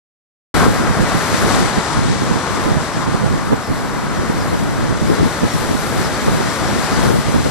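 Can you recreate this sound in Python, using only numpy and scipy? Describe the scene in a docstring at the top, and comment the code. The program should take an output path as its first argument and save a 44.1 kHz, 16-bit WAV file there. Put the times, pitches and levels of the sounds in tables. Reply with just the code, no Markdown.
"""Surf on a windy beach

Breakers roar, crests topple and foam hisses on open sand, loudest from the left: all are bubble noise.
Gusts buffet a stereo microphone, their eddies mostly pushing its two ports in opposite directions.
A small bird chirps faintly, far to the right. The sound cuts in after half a second of silence."""
import sys
import numpy as np
from scipy import signal
from scipy.fft import rfft, irfft
from scipy.io import wavfile
from scipy.ndimage import uniform_filter1d

SR = 44100
rng = np.random.default_rng(int(sys.argv[2]) if len(sys.argv) > 2 else 0)


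def digitize_waveform(pressure):
    """Quantize a signal to 16-bit integers and store it at the path in sys.argv[1].

    Rows of a 2-D input are taken as channels; values are limited to [-1, 1].
    """
    field = np.atleast_2d(pressure).T
    bounded = np.clip(field, -1, 1)
    quanta = np.round(bounded * 32767).astype(np.int16)
    wavfile.write(sys.argv[1], SR, quanta)


N = 330750
TIME = np.arange(N) / SR
HZ = np.maximum(np.arange(N // 2 + 1) * SR / N, 1)

# Colour of the surf. Each row: frequency in Hz, relative spectral density in dB.
SURF_SPECTRUM = [(250, 0.5), (450, -1), (750, -2.5), (1050, -2.5), (1450, -4.0), (2000, -8.5), (2750, -17),
                 (3800, -15.5), (5000, -17), (7500, -19.5), (8800, -20.5), (10900, -21), (12100, -25),
                 (13300, -29), (15300, -36)]
# The surf at the two microphone ports. Each row: frequency in Hz, left over right in dB,
# coherence from 0 to 1, phase lead of the left in radians.
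SURF_AT_PORTS = [(450, 2, 0.85, -0.26), (750, 3, 0.83, 0.21), (1200, 5, 0.87, .5), (2200, 6, 0.48, 0.5),
                 (3300, 7.5, 0.48, -0.17), (5350, 7, 0.3, -1.2), (6900, 8, 1, -1.85), (8600, 7, 0, 0),
                 (10250, 5.5, 0.34, -5), (13000, -1, 0, 8), (15000, 1, 0, 8)]
# One wave breaks and dies away, the next washes slowly in.
# Each row: time in seconds, then relative levels of roar, foam and spray in dB.
WAVE_LEVELS = [(0.55, -23, -29.5, -38.5), (.95, -22, -29.5, -37), (1.4, -20.5, -26, -31),
               (1.55, -20, -25, -30), (1.68, -22, -27.5, -36), (2.15, -25.5, -30.5, -41.5),
               (2.55, -23.5, -30.5, -37), (3.1, -26.5, -33, -40), (3.7, -27.5, -35.5, -44),
               (4.4, -25.5, -32.5, -41), (4.75, -27, -34.5, -42), (5.5, -25, -30.5, -39.5),
               (6.3, -24, -29.5, -38.5), (6.8, -23, -28.5, -40), (7.06, -21.5, -27, -37.5),
               (7.14, -26, -30.5, -39), (7.5, -25.5, -30, -40.5)]
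# The airy top of the hiss lingers as the foam dissolves. Each row: time in seconds, level in dB.
AIRY_HISS = [(.55, -66), (1.3, -66), (1.7, -59), (2.2, -58.5), (3.1, -61.5), (3.6, -72), (5.0, -72),
             (6.4, -62), (7.5, -61.5)]
# The foam runs out to the left, then draws back. Each row: time in seconds, left over right in dB.
FOAM_PAN = [(.55, -0.5), (1.1, -0.5), (1.6, 1.5), (2.1, 2), (2.8, 0.2), (3.4, 0.2), (3.8, -1.5), (4.5, -2),
            (4.9, 0), (5.5, 0.2), (7.5, 0)]
# The highest hiss switches between sounding wide and sounding centred.
# Each row: time in seconds, gain of sides over centre in dB.
TREBLE_WIDTH = [(.7, -17), (.85, 4), (1.55, 5), (1.9, 13), (3.3, 8), (3.75, -15), (4.1, 9), (4.6, -14),
                (4.95, 11), (5.15, -21), (6.6, -16), (7.5, -2)]

# Strength of the breeze between gusts. Each row: time in seconds, relative level in dB.
BREEZE_LEVELS = [(.55, -15.5), (1.6, -28.5), (2.3, -19.5), (3.3, -22.5), (3.9, -21.5), (4.5, -19.5),
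                 (5.2, -16), (5.9, -23.5), (6.7, -18.5), (7.5, -22)]
# The breeze veers slowly between the ports. Each row: time in seconds, left over right in dB.
BREEZE_PAN = [(.55, 0.5), (3.2, -1), (4.4, 0), (7.5, -1)]
# The wind drops for a moment. Each row: centre time in seconds, length in seconds.
BREEZE_LULLS = [(1.86, 0.08), (2.445, 0.12), (2.883, 0.12), (3.642, 0.086), (4.995, 0.034), (5.168, .035),
                (5.357, 0.17), (5.503, 0.058), (6.554, 0.094), (6.89, 0.058), (7.235, 0.043)]
# Gusts on the microphone. Each row: peak time in seconds, relative level in dB, Gaussian half width
# in seconds, brightness (weight of fast eddies over slow) in dB, left over right in dB.
WIND_GUSTS = [(0.584, -16, 0.045, -13, 2), (0.684, -9, 0.016, -6, -0.5), (0.805, -11.5, 0.0069, -11, -2),
              (0.899, -13, 0.012, -19, -6), (1.02, -10.5, 0.015, -11, -7.5), (1.16, -15, 0.016, -12, -5),
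              (1.34, -12, 0.0093, -17, -3), (1.448, -12, 0.019, -8, -3), (1.54, -13, 0.014, -7, 1),
              (1.618, -12.5, 0.031, -6, -2.5), (1.781, -10, 0.006, -6, -3), (1.982, -12.5, 0.013, -14, -1),
              (2.05, -14, 0.028, -8, -0.5), (2.114, -13, 0.015, -7, -3.5), (2.223, -14.5, 0.0076, -6, -2),
              (2.314, -13.5, 0.012, -6, -7), (2.366, -16, 0.0081, -9, -8), (2.51, -24, .009, -18, -6),
              (2.63, -28, 0.015, -9, -6), (2.683, -13.5, 0.013, 2, -5), (2.724, -11, .009, -11, -3),
              (2.769, -12.5, 0.0067, -14, -7), (2.806, -19, .008, -18, -4), (2.97, -17, 0.01, -3, 0),
              (3.084, -13.5, 0.0079, -6, -6.5), (3.144, -13, 0.01, -6, -7.5),
              (3.252, -13.5, 0.025, -3.5, -7), (3.332, -13, 0.021, -11, -2), (3.529, -7, 0.0094, 1, -4),
              (3.708, -13, 0.01, -5, -1.5), (4.199, -16.5, 0.014, -5, -2.5), (4.3, -12, 0.0073, -2, -1),
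              (4.537, -14, 0.014, 5, 1), (4.625, -18, .011, -11, 7), (4.91, -15.5, 0.013, -12, -6),
              (5.027, -16, 0.007, -17, -11.5), (5.103, -10.5, 0.01, 3, 8), (5.123, -10.5, 0.01, 3, 6),
              (5.21, -10.5, 0.015, 2, 4), (5.25, -12, 0.015, -4, 6), (5.444, -8, 0.011, -4, -4),
              (5.555, -12, 0.0069, -18, 3), (5.713, -14, 0.012, -3, 2), (5.755, -16, 0.0092, -9, -5),
              (5.987, -15, 0.018, -9, -1), (6.282, -7.5, 0.0071, -1, -0.5), (6.336, -14.5, .022, -8, -1),
              (6.402, -16, 0.011, 3, -4), (6.454, -20, 0.011, -2, 0), (6.927, -14, 0.008, -6, 5),
              (6.984, -13.5, .008, -12, 7), (7.06, -12, 0.032, -3, 5.5), (7.109, -11.5, .009, 5, 7),
              (7.144, -10.5, .014, 1, 4.5), (7.19, -13, .012, -10, 2), (7.285, -14.5, 0.016, -7, -3),
              (7.359, -8, 0.01, -3, -2), (7.397, -11, .009, -6, -1), (7.466, -12.5, 0.011, 1, 3)]
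# Rumble of the slow eddies. Each row: frequency in Hz, relative spectral density in dB.
SLOW_EDDY_SPECTRUM = [(12, -27), (25, -7.5), (45, -7), (75, -4), (120, -1), (170, 0), (235, -2.5),
                      (320, -9.5), (480, -27), (900, -50), (2000, -76)]
# Flutter of the small fast eddies. Each row: frequency in Hz, relative spectral density in dB.
FAST_EDDY_SPECTRUM = [(120, -24), (250, 0), (350, -1), (490, -1), (680, -13.5), (1200, -17), (2000, -41),
                      (3500, -34), (8000, -65)]

# Single crests topple. Each row: peak time in seconds, level in dB, Gaussian half width in seconds.
TOPPLING_CRESTS = [(0.64, -20, 0.027), (1.55, -27, 0.033), (1.942, -26.5, 0.051), (2.347, -31.5, 0.1),
                   (2.595, -30, 0.092), (3.086, -27.5, 0.086), (3.42, -31, 0.1), (4.2, -33.5, 0.34),
                   (6.95, -47, 0.052)]
# The bird's notes, often a high one and then a lower. 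Each row: centre time in seconds,
# centre pitch in Hz, relative level in dB, length in seconds, glide in Hz per second.
CHIRPS = [(0.763, 5100, -34, .07, -10000), (1.097, 4050, -32, .035, -12000),
          (1.328, 5200, -32, 0.045, 14000), (1.362, 4550, -34, .04, -5000), (1.408, 5400, -31, .045, 0),
          (1.865, 5200, -36, 0.068, 6000), (2.943, 5150, -35, .07, -15000), (3.662, 5030, -35, .1, -3000),
          (3.753, 4100, -38, .06, -8000), (4.17, 5300, -41, .06, 4000), (4.418, 5060, -31.5, .07, -10000),
          (4.502, 4150, -34, .055, 0), (5.098, 5000, -36, .09, -4000), (5.157, 4320, -36, .05, -7000),
          (5.526, 5550, -32, .1, -5000), (5.627, 4700, -34, .055, -16000),
          (6.057, 4920, -28, 0.072, -30000), (6.153, 4630, -30.5, .065, -2000),
          (6.682, 5550, -31, .04, -10000), (6.765, 5150, -34, .055, -12000), (6.855, 4950, -30, .07, 0),
          (6.95, 4800, -27, .06, -10000)]


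def from_db(db):
    """Amplitude grows tenfold with every 20 dB."""
    return 10 ** (np.asarray(db) / 20)


def unit_rms(x):
    """Dividing by the rms gives a signal unit mean power."""
    return x / np.sqrt(np.mean(x ** 2) + 1e-20)


def in_time(rows):
    """Linear interpolation gives each column of a table at every sample."""
    times, *columns = np.transpose(rows)
    return [np.interp(TIME, times, column) for column in columns]


def in_frequency(rows):
    """Interpolation on a log axis gives each column of a table at every frequency."""
    hz, *columns = np.transpose(rows)
    return [np.interp(np.log(HZ), np.log(hz), column) for column in columns]


def drift(rate_hz):
    """Low-passed noise of unit rms wanders about rate_hz times a second."""
    coarse_times = np.arange(0, N, 50) / SR
    count = len(coarse_times)
    hz = np.arange(count // 2 + 1) * SR / N
    slow = irfft(rfft(rng.standard_normal(count)) / (1 + (hz / rate_hz) ** 2), count)
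    return np.interp(TIME, coarse_times, unit_rms(slow))


def below(edge_hz, order=8):
    """A soft low-pass edge passes this share of the power at each frequency."""
    return 1 / (1 + (HZ / edge_hz) ** order)


def panned(lean_db):
    """A level difference between left and right gains places a sound to one side."""
    return from_db(lean_db / 2 * np.array([[1], [-1]]))


def widened(pair, width_db):
    """Stereo width follows the ratio of the difference signal to the sum."""
    side_gain = from_db(width_db)
    centre = (pair[0] + pair[1]) / 2
    sides = side_gain * (pair[0] - pair[1]) / 2
    return np.array([centre + sides, centre - sides]) * np.sqrt(2 / (1 + side_gain ** 2))


def burst_spectrum(per_s, spread_db):
    """Bubble bursts of uneven size at random times make shot noise, whose spectrum is white."""
    sizes = from_db(spread_db * np.minimum(rng.exponential(1, N), 4)) * rng.choice([-1, 1], N)
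    bursts = rng.random(N) < per_s / SR
    return rfft(unit_rms(sizes * bursts))


def bubbles(band, per_s, spread_db, churn_db, churn_hz):
    """One range of bubble sizes fills one band of noise, with rms near 1, swelling as the water churns."""
    lean_db, coherence, lead = in_frequency(SURF_AT_PORTS)
    colour = from_db(in_frequency(SURF_SPECTRUM)[0]) * np.sqrt(band)
    left = burst_spectrum(per_s, spread_db)
    # the shore is wide, so the right port shares only part of what reaches the left
    shared = coherence * left * np.exp(-1j * lead)
    right = shared + np.sqrt(1 - coherence ** 2) * burst_spectrum(per_s, spread_db)
    pair = irfft(colour * panned(lean_db) * np.array([left, right]), N)
    return unit_rms(pair) * from_db(churn_db * drift(churn_hz))


def surf(surge_db=5, surge_end_s=0.647, surge_fall_s=0.028):
    """Smaller bubbles ring higher: big air pockets boom, breakers roar, foam hisses, spray fizzes."""
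    roar_db, foam_db, spray_db = in_time(WAVE_LEVELS)
    (air_db,), (width_db,), (lean_db,) = in_time(AIRY_HISS), in_time(TREBLE_WIDTH), in_time(FOAM_PAN)
    floor, deep, middle = below(64, order=4), below(640), below(2280)
    high, top = below(9150, order=12), below(14800, order=40)
    boom = bubbles(deep * (1 - floor), per_s=9000, spread_db=2, churn_db=1.27, churn_hz=11)
    roar = bubbles(middle * (1 - deep), per_s=12000, spread_db=2, churn_db=0.43, churn_hz=4.5)
    foam = bubbles(high * (1 - middle), per_s=20000, spread_db=2.5, churn_db=0.57, churn_hz=12)
    spray = bubbles(1 - high, per_s=16000, spread_db=3.5, churn_db=1.5, churn_hz=5.1)
    air = bubbles(1 - top, per_s=16000, spread_db=3, churn_db=0.6, churn_hz=8)
    breakers = from_db(roar_db - 1.46) * boom + from_db(roar_db + 0.5) * roar
    breakers *= panned(0.1 * (foam_db - foam_db.mean()))   # the waves break on the left
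    wash = from_db(foam_db + 1.26) * foam + from_db(air_db) * air
    wash += from_db(spray_db - 2.4) * widened(spray, width_db)
    surge = np.clip(1 - (TIME - surge_end_s) / surge_fall_s, 0, 1)   # the first moment is louder
    return (breakers + wash * panned(lean_db)) * from_db(surge_db * surge)


def eddies(spectrum, power, lump_db, lump_hz, common_db, steady_s):
    """Turbulence makes lumpy pressure that drives the two ports mostly in antiphase."""
    colour = from_db(in_frequency(spectrum)[0])
    lumps = from_db(lump_db * drift(lump_hz))
    opposed, common = irfft(rfft(lumps * rng.standard_normal((2, N))) * colour, N)
    pressure = opposed * np.array([[1], [-1]]) + from_db(common_db) * common
    # over a few eddies the strength is set by the wind's power alone
    window = int(steady_s * SR)
    local_power = uniform_filter1d(uniform_filter1d(np.mean(pressure ** 2, axis=0), window), window)
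    return np.sqrt(power) * pressure / np.sqrt(local_power + 1e-12)


def wind(lull_db=-11, restless_db=1.5, restless_hz=23, breeze_bright_db=-8.5):
    """Breeze and gusts add in power; each gust has its own mix of low rumble and brighter flutter."""
    (breeze_db,), (veer_db,) = in_time(BREEZE_LEVELS), in_time(BREEZE_PAN)
    calm = sum(np.exp(-(2 * (TIME - at_s) / length_s) ** 4) for at_s, length_s in BREEZE_LULLS)
    breeze = from_db(breeze_db + lull_db * calm + restless_db * drift(restless_hz)) * panned(veer_db)
    slow_power = breeze ** 2
    fast_power = (breeze * from_db(breeze_bright_db)) ** 2
    for at_s, peak_db, half_s, bright_db, lean_db in WIND_GUSTS:
        on = np.abs(TIME - at_s) < 4 * half_s
        peak_power = (from_db(peak_db) * panned(lean_db)) ** 2
        swell = peak_power * np.exp(-0.5 * ((TIME[on] - at_s) / half_s) ** 2)
        fast_share = 1 / (1 + from_db(-bright_db) ** 2)
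        slow_power[:, on] += swell * (1 - fast_share)
        fast_power[:, on] += swell * fast_share
    rumble = eddies(SLOW_EDDY_SPECTRUM, slow_power,
                    lump_db=4.5, lump_hz=85, common_db=-10.5, steady_s=0.017)
    flutter = eddies(FAST_EDDY_SPECTRUM, fast_power,
                     lump_db=5, lump_hz=180, common_db=-8.5, steady_s=0.038)
    return from_db(-0.14) * rumble + from_db(-3) * flutter


def crests(low_hz=925, high_hz=1350):
    """Large bubbles resonate in a narrow band, so each toppling crest makes a hollow rush."""
    power = sum(from_db(peak_db) ** 2 * np.exp(-0.5 * ((TIME - at_s) / half_s) ** 2)
                for at_s, peak_db, half_s in TOPPLING_CRESTS)
    band = below(high_hz, order=14) * (1 - below(low_hz, order=14))
    return np.sqrt(power) * bubbles(band, per_s=5500, spread_db=1, churn_db=1.1, churn_hz=10)


def bird(rasp_hz=270, rasp_rate_hz=500, echo_db=-8, echo_t60_s=0.28):
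    """Random frequency modulation makes gliding notes raspy; scattering on the way blurs them."""
    song = np.zeros(N)
    rasp = rasp_hz * drift(rasp_rate_hz)
    for at_s, hz, level_db, length_s, glide in CHIRPS:
        on = np.abs(TIME - at_s) < length_s / 2
        t = TIME[on] - at_s
        pitch = hz + glide * t + rasp[on]
        envelope = from_db(level_db) * np.cos(np.pi * t / length_s)
        song[on] += envelope * np.sin(2 * np.pi * np.cumsum(pitch) / SR)
    tail_s = TIME[:SR // 2]
    scatter = rng.standard_normal((2, len(tail_s))) * np.exp(-np.log(1000) * tail_s / echo_t60_s)
    scatter /= np.sqrt(np.sum(scatter ** 2, axis=1, keepdims=True))
    echoes = signal.fftconvolve(song[None], scatter, axes=1)[:, :N]
    return (song + from_db(echo_db) * echoes) * from_db([[-9], [-0.5]])   # louder on the right


def scene():
    """By superposition, the pressures of sea, wind and bird add at each port."""
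    return surf() + crests() + wind() + bird()


def record(dry, start_s=0.541, fade_s=0.003, cutoff_hz=15450):
    """The sound cuts in, buffets beyond full scale clip, and a steep low-pass removes the top."""
    fade_in = np.clip((TIME - start_s) / fade_s, 0, 1)
    clipped = np.clip(dry * fade_in, -1, 1)
    low_pass = signal.ellip(10, 0.1, 80, cutoff_hz, fs=SR, output="sos")
    return signal.sosfilt(low_pass, clipped)


dry = scene()
out = record(dry)
digitize_waveform(out)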